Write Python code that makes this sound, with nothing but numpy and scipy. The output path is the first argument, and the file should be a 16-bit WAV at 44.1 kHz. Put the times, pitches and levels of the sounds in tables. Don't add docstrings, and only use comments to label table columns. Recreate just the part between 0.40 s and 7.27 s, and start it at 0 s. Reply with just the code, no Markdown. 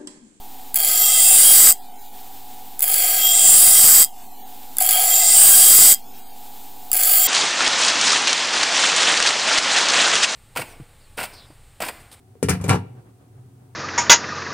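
import sys
import numpy as np
from scipy import signal
from scipy.fft import rfft, irfft, next_fast_len
from scipy.io import wavfile
from scipy.ndimage import uniform_filter1d, minimum_filter1d, map_coordinates

SR = 44100
rng = np.random.default_rng(int(sys.argv[2]) if len(sys.argv) > 2 else 0)


def persist_wave(psi):
    counts = np.round(np.clip(psi, -1, 1) * 32767).astype(np.int16)
    wavfile.write(sys.argv[1], SR, np.atleast_2d(counts).T)


N = 302967
TIME = np.arange(N) / SR

# touch, roll off the tip, reach the belly and lift, all in seconds,
# then extra force on the tip, extra force on the belly and extra guard boom on the tip, all in dB.
PASSES = [(0.354, 0.504, 0.97, 1.312, -0.52, -0.23, 0.5), (2.417, 2.747, 3.14, 3.634, -1, -0.5, 0.5),
          (4.399, 4.627, 5.06, 5.533, 0, 0.82, 6.5), (6.535, 6.765, 7.5, 7.38, 0.5, 0, 1.5)]


def undb(db):
    return 10 ** (np.asarray(db) / 20)


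def unit(x):
    return x / np.std(x)


def curve(rows):
    seconds, *columns = np.transpose(rows)
    return [np.interp(TIME, seconds, column) for column in columns]


def walk(rate):
    steps = rng.standard_normal(N)[:int(TIME[-1] * rate) + 2]
    return unit(map_coordinates(steps, [TIME * rate], order=2, mode="nearest"))


def lag(x, seconds):
    keep = np.exp(-1 / (seconds * SR))
    return signal.lfilter([1 - keep], [1, -keep], x)


def resonate(x, hz, width):
    return signal.lfilter(*signal.iirpeak(hz, hz / width, fs=SR), x)


def resonant_noise(drive, hz, width):
    force = drive * rng.standard_normal(N)
    rung = resonate(resonate(force, hz, width), hz, width)
    return rung * np.sqrt(2 * SR / (np.pi * width))


def coloured_noise(points):
    hz, db = np.transpose(points)
    size = next_fast_len(N)
    bins = np.maximum(np.fft.rfftfreq(size, 1 / SR), 1)
    gain = undb(np.interp(np.log(bins), np.log(hz), db)) * np.sqrt(SR / 2)
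    return irfft(rfft(rng.standard_normal(size)) * gain, size)[:N]


def motor(turns, wobble_rad=0.49, flutter_db=1.0, whistle_db=-66):
    # multiple of the shaft rate,
    # multiple of the mains hum, mean level in dB.
    orders = [(0, 1, -63), (1, 0, -86), (3, 0, -71.5), (16, 0, -61.5), (16, 1, -58.5), (16, 2, -64),
              (17, 0, -51), (17, 1, -59), (17, 2, -69.5), (17, 3, -70.5)]
    # multiple of the shaft rate, mean level in dB.
    bearings = [(4.4, -68), (5.37, -57), (6.42, -66), (8.23, -63), (10.15, -67), (15.1, -55), (15.5, -56),
                (16.4, -61)]
    # frequency in Hz, mean density in dB per Hz.
    rush = [(25, -74), (130, -97), (230, -77), (330, -86), (640, -87), (740, -69.5), (830, -76.5),
            (1000, -90), (2000, -91.5), (3600, -85.5), (6000, -91.5), (7200, -87), (10500, -89),
            (13000, -86), (14700, -77), (16000, -93)]
    mains_hz = 100
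    tones = [(shaft * turns + mains * mains_hz * TIME, db) for shaft, mains, db in orders]
    tones += [(multiple * turns, db) for multiple, db in bearings]
    out = coloured_noise(rush) * undb(0.65 * walk(30))
    for cycles, db in tones:
        level = np.sqrt(2) * undb(db + flutter_db * walk(8))
        phase = 2 * np.pi * (cycles + rng.random()) + wobble_rad * walk(25)
        out += level * np.sin(phase)
    return out + undb(whistle_db) * resonant_noise(np.ones(N), 13720, 260)


def touching(land_s=0.0032, lift_s=0.006):
    contact = np.zeros(N)
    for touch, _, _, lift, *_ in PASSES:
        landed = np.clip((TIME - touch) / land_s, 0, 1)
        contact += landed * np.clip((lift - TIME) / lift_s, 0, 1)
    return contact


def after_touch(seconds):
    return sum((TIME > touch) * np.exp(-np.abs(TIME - touch) / seconds) for touch, *_ in PASSES)


def stroke():
    # place (0 tip, 1 curve, 2 belly, 3 heel),
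    # force in dB before the pass's extra, singing in dB, guard boom in dB before the pass's extra.
    stages = [(0.0, -19.5, -39, -38), (0.1, -13.5, -36, -38.5), (0.2, -12.5, -37.5, -37),
              (0.998, -13, -30.5, -37), (2.2, -6, -31, -33), (2.8, -6, -29.5, -38), (3.0, -8, -32, -38)]
    settle_s, roll_s, heel_s = 0.123, 0.1244, 0.14
    rows = []
    for touch, roll, belly, lift, tip_db, belly_db, boom_db in PASSES:
        times = (touch, touch + settle_s, roll, roll + roll_s, belly, lift - heel_s, lift)
        for seconds, (place, force_db, singing_db, guard_db) in zip(times, stages):
            front = np.clip(2 - place, 0, 1)
            extra_db = front * tip_db + (1 - front) * belly_db
            rows.append((seconds, place, force_db + extra_db, singing_db, guard_db + front * boom_db))
    return curve(rows)


def bite(turns, place, tip_depth=0.3, heel_depth=0.19, settle=0.67, landing_depth=1.0,
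         landing_s=0.074, chance=0.28):
    rim = [(1, 0.72), (2, 0.21), (3, 0.33), (4, 0.3), (5, 1), (6, 0.38), (7, 0.32), (8, 0.68), (9, 0.22),
           (10, 0.24), (12, .25)]
    bumps = unit(sum(weight * np.cos(2 * np.pi * (order * turns + rng.random())) for order, weight in rim))
    depth = heel_depth + (tip_depth - heel_depth) * np.exp(-place / settle)
    depth = depth + landing_depth * after_touch(landing_s)
    roughness = np.minimum(unit(bumps + chance * walk(900)), 2)
    strength = np.exp(depth * roughness)
    return strength / np.sqrt(uniform_filter1d(strength ** 2, SR // 20))


def knocks(rise_s=0.00029, chatter_rate=130, chatter_s=0.1, chatter_db=-11, scatter_db=5.0,
           leave_db=-4, leave_gap_s=0.006, count=3):
    # time in seconds, peak of the drive pulse in dB.
    landings = [(0.3435, -6.5), (0.3575, -3.5), (0.4023, -2), (0.447, 2), (2.393, -10.5), (2.4061, -6.5),
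                (2.4215, -9), (4.3687, -11), (4.3841, 0.5), (4.4054, -7), (4.49, 5), (4.509, 4),
                (6.5159, -1.5), (6.5305, -1.5), (6.5536, -11)]
    chatter = rng.random(N) < chatter_rate / SR * after_touch(chatter_s)
    hits = chatter * undb(chatter_db + scatter_db * rng.standard_normal(N))
    skips = [(lift + k * leave_gap_s, leave_db) for _, _, _, lift, *_ in PASSES for k in range(count)]
    for seconds, db in list(landings) + skips:
        if seconds < TIME[-1]:
            hits[int(seconds * SR)] += undb(db)
    age = TIME[:SR // 100] / rise_s
    pulse = age * np.exp(1 - age)
    return np.convolve(hits, pulse)[:N]


def snags(load, rate=38, snag_db=-18.0, decay_s=0.00083, corner_hz=1800):
    size = (rng.random(N) < rate / SR) * np.minimum(rng.exponential(size=N), 2)
    burst = signal.lfilter([1], [1, -np.exp(-1 / (decay_s * SR))], size)
    dull = signal.butter(1, corner_hz, fs=SR)
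    noise = unit(signal.lfilter(*dull, rng.standard_normal(N)))
    return undb(snag_db) * load * burst * noise


def squeals(edge_s=0.0092):
    # start in seconds, length in seconds, drive level in dB.
    swells = [(0.625, 0.21, -25.5), (1.027, 0.087, -21.5), (2.81, 0.11, -22.5), (3.03, 0.044, -27),
              (4.502, 0.077, -25), (6.839, 0.058, -21)]
    drive = np.zeros(N)
    for start, length, db in swells:
        inside_s = np.minimum(TIME - start, start + length - TIME)
        drive += undb(db) * np.clip(inside_s / edge_s + .5, 0, 1)
    return drive


def singing(drive, hz=3232, ring_s=0.02, wander_hz=9, grit=0.48):
    swing = lag(drive, ring_s)
    phase = 2 * np.pi * np.cumsum(hz + wander_hz * walk(40)) / SR
    tone = np.sqrt(2) * swing * np.sin(phase)
    return tone + grit * resonant_noise(drive, hz, 90)


def grinding(turns, place, force_db, singing_db, guard_db, shift_db=1.48, catch_db=3.4,
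             boom_waver_db=1.5, knock_corner_hz=7000, knock_slope=0.32):
    # centre in Hz, width in Hz,
    # then mean response in dB with contact at tip, curve, belly and heel.
    blade = [(495, 195, -32, -33, -38, -38.5), (1252, 93, -30.5, -27.5, -39, -31.5),
             (1607, 132, -26, -32, -35, -32), (2040, 52, -31.5, -27, -34.5, -33),
             (2310, 690, -23, -30, -35.5, -34), (2677, 51, -37.5, -27.5, -29, -44),
             (2966, 185, -26.5, -29.5, -29, -31.5), (3435, 88, -25.5, -29, -31, -47),
             (3760, 470, -31, -23, -26, -23.5), (4570, 520, -18.5, -20, -72, -33),
             (4800, 580, -48, -18.5, -20, -15.5), (5600, 700, -27, -18.5, -25, -21.5),
             (6400, 35, -29.5, -41, -46.5, -53), (7410, 430, -16.5, -6, -8, -34),
             (7860, 1300, -15, -12.5, -12, -3), (8343, 260, -53, -12, -6.5, -12),
             (8950, 750, -16.5, -20, -7, -16), (10200, 1280, -12, -13.5, -8.5, -9.5),
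             (10660, 590, -7, -31.5, -17.5, -13), (12000, 550, -15, -17, -34, -13.5),
             (13010, 1600, -22, -27, -14, -10.5), (13700, 870, -13, -2.5, -42, -10),
             (14250, 2060, -7, -34, -19, -7.5), (14940, 1100, -7, -12, -10.5, -8.5)]
    # centre in Hz, width in Hz, response in dB.
    overtones = [(4835, 55, -32), (4970, 43, -28), (6680, 43, -27.5), (7040, 73, -24), (7865, 210, -21.5),
                 (8070, 96, -25.5), (12030, 57, -22), (12000, 68, -26.5)]
    contact = touching() * bite(turns, place)
    scrape, hits = contact * undb(force_db), knocks()
    sing_drive = np.maximum(undb(singing_db + catch_db * walk(22)), squeals())
    out = singing(contact * sing_drive)
    out = out + snags(touching() * np.clip(place - 1.8, 0, 1))
    modes = []
    for hz, width, *place_db in blade:
        modes.append((hz, width, np.interp(place, np.arange(4), place_db) + shift_db * walk(9)))
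    for hz, width, db in modes + list(overtones):
        knock_gain = min(hz / knock_corner_hz, 1) ** knock_slope
        drive = np.hypot(scrape, hits * knock_gain)
        out = out + resonant_noise(drive * undb(db), hz, width)
    boom_drive = contact * undb(guard_db + boom_waver_db * walk(16))
    return out + resonant_noise(boom_drive, 726, 92)


def workshop(x, t60_s=0.093, wet_db=-16, gap_s=0.0035):
    age = TIME[:SR // 2]
    tail = rng.standard_normal(len(age)) * np.exp(-np.log(1000) * age / t60_s) * (age > gap_s)
    return x + undb(wet_db) * signal.fftconvolve(x, tail / np.linalg.norm(tail))[:N]


def scene():
    idle_hz, sag_hz, inertia_s = 49.15, 5.0, 0.3468
    place, force_db, singing_db, guard_db = stroke()
    load = touching() * undb(force_db)
    speed = idle_hz - sag_hz * lag(load, inertia_s)
    turns = np.cumsum(speed) / SR
    knife = workshop(grinding(turns, place, force_db, singing_db, guard_db))
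    return np.tile(motor(turns) + knife, (2, 1))


def overload(x, ceiling=0.63, lopsided=0.017):
    fine = signal.resample_poly(x, 2, 1)
    excess = np.abs(fine) / (ceiling * (1 + lopsided * np.sign(fine)))
    squashed = fine / (1 + excess ** 8) ** (1 / 8)
    return signal.resample_poly(squashed, 1, 2)


def suppress(x, hold_s=0.4, trigger_db=-33, over_db=0.19, knee_db=0.3, jump_db=15, size=512, hop_count=128):
    # frequency in Hz, gain in dB.
    shut = [(40, 2), (100, -29), (170, -12), (240, -4.5), (950, 0), (1100, -8), (4000, -17), (12000, -36),
            (15000, -22)]
    hz, _, bands = signal.stft(x, SR, nperseg=size, noverlap=size - hop_count)
    power = np.abs(bands) ** 2 + 1e-16
    power_db = 10 * np.log10(power)
    total_db = 10 * np.log10(power.sum(axis=0))
    hold = int(hold_s * SR / hop_count)
    recent_db = -minimum_filter1d(-total_db, hold, origin=(hold - 1) // 2, mode="nearest")
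    active = uniform_filter1d(np.clip((recent_db - trigger_db) / 10, 0, 1), size=14)
    band_db = uniform_filter1d(power_db, size=30, axis=1)
    floor_db = np.quantile(band_db, 1 / 5, axis=1, keepdims=True)
    now_db = np.maximum(band_db, power_db - jump_db)
    weak = .5 - .5 * np.tanh((now_db - floor_db - over_db) / knee_db)
    shut_db = np.interp(hz, *np.transpose(shut))[:, None]
    quieted = bands * undb(shut_db * active * weak)
    return signal.istft(quieted, SR, nperseg=size, noverlap=size - hop_count)[1][:N]


def record(dry):
    top_hz, offset = 15750, .0186
    mono = suppress(overload(dry[0]))
    top_cut = signal.ellip(10, .1, 50, top_hz, fs=SR, output="sos")
    return np.tile(signal.sosfiltfilt(top_cut, mono + offset), (2, 1))


dry = scene()
out = record(dry)
persist_wave(out)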